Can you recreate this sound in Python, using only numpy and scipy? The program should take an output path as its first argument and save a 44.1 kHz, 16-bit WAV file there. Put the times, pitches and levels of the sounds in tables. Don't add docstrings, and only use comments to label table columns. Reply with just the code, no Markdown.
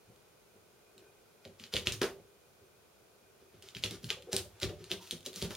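import sys
import numpy as np
from scipy import signal
from scipy.fft import rfft, irfft
from scipy.io import wavfile
from scipy.ndimage import uniform_filter1d

SR = 44100
rng = np.random.default_rng(int(sys.argv[2]) if len(sys.argv) > 2 else 0)


def to_wav(s):
    ch = np.atleast_2d(s).T
    pcm = np.round(np.clip(ch, -1, 1) * 32767)
    wavfile.write(sys.argv[1], SR, pcm.astype(np.int16))


N = 245195


def gain_of(db):
    return 10 ** (np.asarray(db) / 20)


def curve_at(points, hz):
    f, value = np.transpose(points)
    return np.interp(np.log(hz + 1), np.log(f + 1), value)


def add(mix, s, sound):
    part = mix[:, max(round(s * SR), 0):][:, :sound.shape[1]]
    part += sound[:, :part.shape[1]]


def with_energy(x, seconds):
    return x * np.sqrt(seconds * SR / (np.mean(x ** 2) * x.shape[-1] + 1e-30))


def colour(x, spectrum, tilt_db=0, size=1024):
    hz = abs(np.fft.fftfreq(size, 1 / SR))
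    log_gain = np.log(gain_of(curve_at(spectrum, hz) + tilt_db * np.log2(1 + hz / 4000)))
    taps = np.fft.ifft(np.exp(np.conj(signal.hilbert(log_gain)))).real
    return signal.fftconvolve(x, taps)[:len(x)]


def ring(x, modes):
    return sum(gain_of(db) * signal.lfilter(*signal.iirpeak(hz, hz / width, SR), x)
               for hz, width, db in modes)


def soft_push(contact_s, size=12000):
    u = np.arange(size) / SR / contact_s
    return rng.standard_normal(size) * u * np.exp(-u ** 2 / 3)


def stereo_noise(likeness, size):
    hz = np.fft.rfftfreq(size, 1 / SR)
    mid, side = rfft(rng.standard_normal((2, size)))
    same = np.clip(curve_at(likeness, hz), -1, 1)
    mid, side = mid * np.sqrt((1 + same) / 2), side * np.sqrt((1 - same) / 2)
    return hz, np.array([mid + side, mid - side])


# f/Hz, level/dB
WALL_EQ = [(100, 0), (1300, 1.5), (3000, -1.5), (5000, -4.5), (9000, 1.5), (16000, -6.5)]
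# f/Hz, T60/s
ROOM_DECAY = [(80, 0.82), (210, 0.14), (500, 0.36), (1500, 0.21), (3800, 0.24), (10000, 0.24),
              (16000, 0.37)]
# f/Hz, left-right correlation
ROOM_LIKENESS = [(100, 0.89), (400, 0.97), (1500, 0.84), (3200, 0.7), (5000, 0.16), (8000, 0.018),
                 (16000, 0.11)]


def in_room(x, wet_db, early_boost=0.55, early_s=0.0046, left_lag_samples=0.98, size=16384):
    _, noise = stereo_noise(ROOM_LIKENESS, size)
    hz, t, bands = signal.stft(irfft(noise), SR, nperseg=256)
    decay = gain_of(curve_at(WALL_EQ, hz)[:, None] - 60 * t / curve_at(ROOM_DECAY, hz)[:, None])
    tail = signal.istft(bands * decay, SR, nperseg=256)[1][:, :size]
    t = np.arange(size) / SR
    tail *= 1 + early_boost * np.exp(-t / early_s)
    tail *= 1 - np.exp(-(t / 0.0018) ** 2)
    direct = np.sinc(np.arange(size) - 2 - np.array([[left_lag_samples], [0]]))
    response = direct + gain_of(wet_db) * with_energy(tail, 1 / SR)
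    return signal.fftconvolve(x[None], response, axes=1)


# f/Hz, level/dB
HUSH_EQ = [(15, -56), (25, -19), (43, -10), (63, -9), (108, -6), (223, -9.5), (270, -14.5), (405, -3),
           (1020, -14.5), (1520, -13.5), (1650, -20.5), (2410, -17), (2840, -19), (13200, -23),
           (16000, -23)]
# f/Hz, left-right correlation
HUSH_LIKENESS = [(40, 0.75), (300, 0.28), (1000, 0.19), (3000, 0.043), (8000, 0.1), (16000, 0.19)]
# f/Hz, width/Hz, level/dB
WHIRR_BANDS = [(400, 70, -74), (1530, 56, -86), (2448, 27, -83.5)]
# t/s, half length/s, boost/dB
WHIRR_RISE = (1.02, 0.073, 8.5)


def background(hush_db=-63.5, drift_db=1.7):
    hz, noise = stereo_noise(HUSH_LIKENESS, N)
    hush = irfft(noise * gain_of(curve_at(HUSH_EQ, hz)), N)
    hush = gain_of(hush_db) * with_energy(hush, N / SR)
    whirr = sum(gain_of(db) * with_energy(ring(rng.standard_normal(N), [(f, width, 0)]), N / SR)
                for f, width, db in WHIRR_BANDS)
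    drift = with_energy(uniform_filter1d(rng.standard_normal(N), 6000), N / SR)
    s, half_s, swell_db = WHIRR_RISE
    swell = np.exp(-((np.arange(N) / SR - s) / half_s) ** 2)
    return hush + whirr * gain_of(drift_db * drift + swell_db * swell)


# f/Hz, level/dB
FUR_EQ = [(100, -18), (600, 0.5), (1500, -2.5), (2200, 1), (3500, -0.5), (6000, -5), (10000, -9),
          (16000, -26)]


def fur_swish(level_db=-45.5, db_per_thud_db=0.7, rise_s=0.15, fall_s=0.21, ticks_per_s=500):
    t, motion = np.arange(N) / SR, 0
    for s, thud_db, *_ in PAW_STEPS:
        swell = np.exp(-np.maximum((s - t) / rise_s, (t - s) / fall_s))
        motion = np.maximum(motion, gain_of(level_db + db_per_thud_db * thud_db) * swell)
    ticks = (rng.random(N) < ticks_per_s / SR) * gain_of(-np.minimum(rng.exponential(1, N), 4))
    swish = with_energy(colour(ticks + 0.08 * rng.standard_normal(N), FUR_EQ), N / SR)
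    return in_room(swish * motion, wet_db=7.0)[:, :N]


# t/s, length/s, f/Hz, level/dB
PAD_RUBS = [(1.445, 0.037, 578, -56), (4.161, 0.031, 540, -53.5), (4.264, 0.036, 441, -47.5),
            (4.435, 0.038, 555, -59), (4.992, 0.032, 966, -60.5)]


def pad_rubs(width_hz=130):
    out = np.zeros((2, N))
    for s, length, hz, db in PAD_RUBS:
        n = int(length * SR)
        slips = np.pad(rng.standard_normal(n) * signal.windows.tukey(n, .4), (0, 2000))
        band = [(hz, width_hz, 0)]
        chafe = in_room(ring(ring(slips, band), band), wet_db=-5.5)
        add(out, s, gain_of(db) * with_energy(chafe, length))
    return out


# f/Hz, width/Hz, level/dB
WOOD_MODES = [(264, 47, 0.5), (359, 18, 10.5), (399.7, 16, 12.5), (442, 35, 4), (520, 23, -14),
              (696, 24, -19)]
# f/Hz, level/dB
CLATTER_EQ = [(100, -19.5), (500, -7), (900, -9.5), (1700, -6), (3000, -14.5), (5000, -11), (8000, -19.5),
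              (15000, -23)]
# t/s, level/dB, clatter against ring/dB
BODY_HITS = [(2.0172, -30.5, -2.5), (5.507, -49.5, 2)]


def wood_bumps(blow_s=0.00017, clatter_s=0.018, rattle=0.02, energy_s=.028):
    out = np.zeros((2, N))
    for s, db, clatter_db in BODY_HITS:
        crack = rattle * soft_push(clatter_s)
        crack[0] += 1
        u = np.arange(len(crack)) / SR / blow_s
        panel = with_energy(in_room(ring(u * np.exp(-u), WOOD_MODES), wet_db=-4), energy_s)
        clatter = with_energy(in_room(colour(crack, CLATTER_EQ), wet_db=1), energy_s)
        add(out, s, gain_of(db) * (panel + gain_of(clatter_db) * clatter))
    return out


# f/Hz, width/Hz, level/dB
THUD_MODES = [(66.6, 46, 5.5), (101, 15, 3.5), (168.2, 42, 2.5), (193.6, 4.4, -6.5), (256, 7.3, -16)]
# f/Hz, width/Hz, level/dB
KNOCK_MODES = [(356, 22, 20), (381, 14.3, 13), (409, 124, 12), (527, 19, -24), (640, 43, -66)]


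def paw(thud_db, knock_db, tilt_db=0, thud_hz=(82, 310), knock_hz=(310, 720), energy_s=.04):
    deep = [(hz, width, db + tilt_db * np.log2(hz / thud_hz[0])) for hz, width, db in THUD_MODES]
    out = 0
    for modes, db, band_hz in (deep, thud_db, thud_hz), (KNOCK_MODES, knock_db, knock_hz):
        bandpass = signal.butter(2, band_hz, "bandpass", fs=SR, output="sos")
        force = signal.sosfilt(bandpass, soft_push(contact_s=0.0083))
        out += gain_of(db) * with_energy(in_room(ring(force, modes), wet_db=-1.5), energy_s)
    return out


# t/s, thud tilt/(dB per octave)
PATH_TILT = [(1.45, -8), (1.75, -10), (1.95, -11), (3.75, -8), (3.9, 3), (4.03, -4.5), (4.6, 2), (4.92, 15),
             (5.12, 6), (5.3, 3)]
# t/s, thud/dB, knock/dB, skid/dB, skid length/s, skid tilt/(dB per octave)
PAW_STEPS = [(0.07, -61, -80, -90, 0.041, 1), (1.45, -55, -57.5, -65, 0.033, 1),
             (1.596, -57.5, -76, -60, 0.094, 6.5), (1.731, -41, -40.5, -45, 0.083, 5.5),
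             (1.863, -39.5, -45.5, -44.5, 0.062, 5), (1.927, -51, -62, -44.5, .04, 10),
             (2.019, -58.5, -54, -43.5, 0.049, -2.5), (3.408, -70, -63, -77, 0.046, -1),
             (3.53, -61, -65, -73.5, 0.069, -1), (3.628, -70, -64, -62, 0.11, 6),
             (3.753, -48.5, -67, -56.5, 0.065, 8.5), (3.832, -44, -48, -46.5, 0.056, 6.5),
             (3.907, -49, -53, -54, 0.078, 5), (4.029, -44, -65, -55, .075, 12.5),
             (4.095, -62, -51, -47, 0.051, 0), (4.323, -41, -40, -43, 0.1, 8),
             (4.62, -37.5, -40.5, -43, 0.056, 5.5), (4.693, -56, -45.5, -56.5, 0.033, 1),
             (4.793, -55.5, -56, -65, 0.16, 3), (4.904, -48, -44, -47, 0.061, 4.5),
             (5.116, -48, -52, -56, 0.052, 8), (5.257, -55.5, -50, -48, 0.043, 9.5),
             (5.356, -52.5, -60, -49, 0.093, 10.5), (5.417, -37.5, -42.5, -48, 0.069, 7.5),
             (5.501, -57, -57, -52, .15, 11.5)]


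def footfalls(soft_steps=16, soft_thud_db=-69.5, soft_knock_db=-70, spread_db=8):
    out = np.zeros((2, N))
    for s, thud_db, knock_db, *_ in PAW_STEPS:
        add(out, s, paw(thud_db, knock_db, np.interp(s, *np.transpose(PATH_TILT))))
    for k, (when, weight) in enumerate(rng.random((soft_steps, 2))):
        s = (k + when) / soft_steps * N / SR
        weight_db = spread_db * (2 * weight - 1)
        add(out, s, paw(soft_thud_db + weight_db, soft_knock_db + weight_db))
    return out


# f/Hz, level/dB
GRIT_EQ = [(100, -12), (700, -13), (1300, -4.5), (2100, -5), (3000, -3.5), (4000, -3.5), (5500, -5.5),
           (8000, -15.5), (11000, -20.5), (16000, -21)]


def skid(length, db, tilt_db, attack_s=0.016, release_s=0.022, catches_per_s=1800, size=16384):
    t = np.arange(size) / SR
    ramp = np.clip(np.minimum(t / attack_s, (length - t) / release_s), 0, 1)
    pressure = np.sin(np.pi / 2 * ramp) ** 2
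    caught = rng.random(size) < catches_per_s / SR
    catches = caught * gain_of(2 * np.minimum(rng.exponential(1, size), 3))
    drag = (catches * rng.choice([-1, 1], size) + 0.098 * rng.standard_normal(size)) * pressure
    return gain_of(db) * in_room(with_energy(colour(drag, GRIT_EQ, tilt_db), length), wet_db=-2)


# t/s, length/s, level/dB, treble tilt/(dB per octave)
SPIN_DRAG = (5, 0.18, -56, 10)


def claw_skids(lead_s=.013):
    out = np.zeros((2, N))
    for s, _, _, db, length, tilt_db in PAW_STEPS:
        add(out, s - lead_s, skid(length, db, tilt_db))
    add(out, SPIN_DRAG[0], skid(*SPIN_DRAG[1:]))
    return out


# f/Hz, level/dB
RING_EQ = [(60, -52), (400, -35), (1000, -22.5), (1700, -13), (2300, -3.5), (2800, 1.5), (3600, 2),
           (4500, -3), (5700, -10.5), (7000, -12), (9000, -24.5), (16000, -35.5)]
# f/Hz, level/dB
SNAP_EQ = [(100, -46), (1100, -41), (2300, -19), (6000, 4.5), (10000, -0.5), (12500, -5), (16000, -12)]


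def claw(db, hz, snap_db, eq_hz=3350, snap_s=0.00027, chatter_s=0.0009, chatter=0.23, firm_db=-21,
         rebound_s=0.001205, size=1024):
    t = np.arange(size) / SR
    looseness = chatter * gain_of(np.clip(2 * (firm_db - db), 0, 9))
    recatches = (rng.random(size) < .15) * rng.standard_normal(size) * np.exp(-t / chatter_s)
    rebound = np.sinc((t - rebound_s * rng.uniform(0.72, 1.3)) * SR)
    strike = (t == 0) + looseness * recatches + 1.1 * (looseness - chatter) * rebound
    tone = with_energy(colour(strike, np.array(RING_EQ) * [hz / eq_hz, 1]), .001)
    grit = 0.51 * rng.standard_normal(size) * np.exp(-t / snap_s)
    snap = with_energy(colour(strike + grit, SNAP_EQ), .001) * gain_of(snap_db)
    return gain_of(db) * (in_room(tone, wet_db=-4.0) + in_room(snap, wet_db=-6.0))


# start/s, end/s, level/dB, spread/dB
SCRAMBLE = (5, 5.55, -49.5, -8)


def scrabble(count=18):
    out = np.zeros((2, N))
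    start, end, db, spread_db = SCRAMBLE
    for k, (when, force) in enumerate(rng.random((count, 2))):
        s = start + (end - start) * (k + when) / count
        add(out, s, claw(db + spread_db * (2 * force - 1), hz=3950, snap_db=-3))
    return out


# landing flat with no snap/Hz, on its tip with a 0 dB snap/Hz
CLAW_PITCH = (3160, 4320)
# t/s, level/dB, snap against ring/dB
CLAW_STRIKES = [(0.161, -60, -4), (0.9799, -48.5, -3), (1.4521, -42.5, -12), (1.5984, -43, -7.5),
                (1.6389, -37, -18), (1.7389, -23.5, -8.5), (1.7579, -26.5, -12), (1.7665, -20.5, -15.5),
                (1.8715, -18, -15), (1.9223, -29.5, 0.5), (2.0153, -30, -15), (2.0319, -29.5, -6),
                (3.6242, -45, -2), (3.6877, -42.5, -3.5), (3.7497, -35, -16), (3.768, -35, -18),
                (3.8382, -20, -19), (3.8432, -28.5, -2), (3.9099, -34, -4), (4.0435, -35, -6.5),
                (4.0926, -39, -5), (4.1037, -20.5, -13.5), (4.2236, -46.5, -5), (4.3304, -25.5, 0),
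                (4.3654, -21.5, 0), (4.6009, -43, -1), (4.6315, -23, -12), (4.842, -41.5, -4),
                (4.9156, -22.5, -9), (5.11, -25.5, -3), (5.2624, -29.5, -2.5), (5.3602, -35, 0.5),
                (5.4184, -33, -11.5), (5.4251, -28, -3.5), (5.508, -39.5, -23), (5.5513, -35.5, -4)]


def claw_clicks(toes=2, toe_hz=3800, toe_octaves=.1, toe_db=-17.5, toe_spread_db=3.5):
    out = np.zeros((2, N))
    flat_hz, tip_hz = CLAW_PITCH
    for s, db, snap_db in CLAW_STRIKES:
        add(out, s, claw(db, flat_hz + (tip_hz - flat_hz) * gain_of(snap_db), snap_db))
        offsets_s = rng.uniform(-.004, .03, toes)
        for offset, (force, pitch) in zip(offsets_s, rng.standard_normal((toes, 2))):
            tick_db = db + toe_db + toe_spread_db * force
            add(out, s + offset, claw(tick_db, toe_hz * 2 ** (toe_octaves * pitch), snap_db=-6.5))
    return out


# f/Hz, width/Hz, level/dB
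ROOM_MODE = [(390, 15, 1)]


def scene():
    thumps = footfalls() + pad_rubs() + wood_bumps()
    claws = claw_clicks() + scrabble() + claw_skids()
    return claws + fur_swish() + thumps + ring(thumps, ROOM_MODE) + background()


def record(dry, low_hz=48, top_hz=15000, notch_hz=7900, notch_width_hz=350, edge_hz=16000):
    x = signal.sosfilt(signal.butter(2, low_hz, "highpass", fs=SR, output="sos"), dry)
    x = signal.sosfilt(signal.butter(1, top_hz, fs=SR, output="sos"), x)
    x = signal.lfilter(*signal.iirnotch(notch_hz, notch_hz / notch_width_hz, SR), x)
    band_limit = signal.firwin(301, edge_hz, window=("kaiser", 8), fs=SR)
    return signal.oaconvolve(x, band_limit[None], "same", axes=1)


dry = scene()
out = record(dry)
to_wav(out)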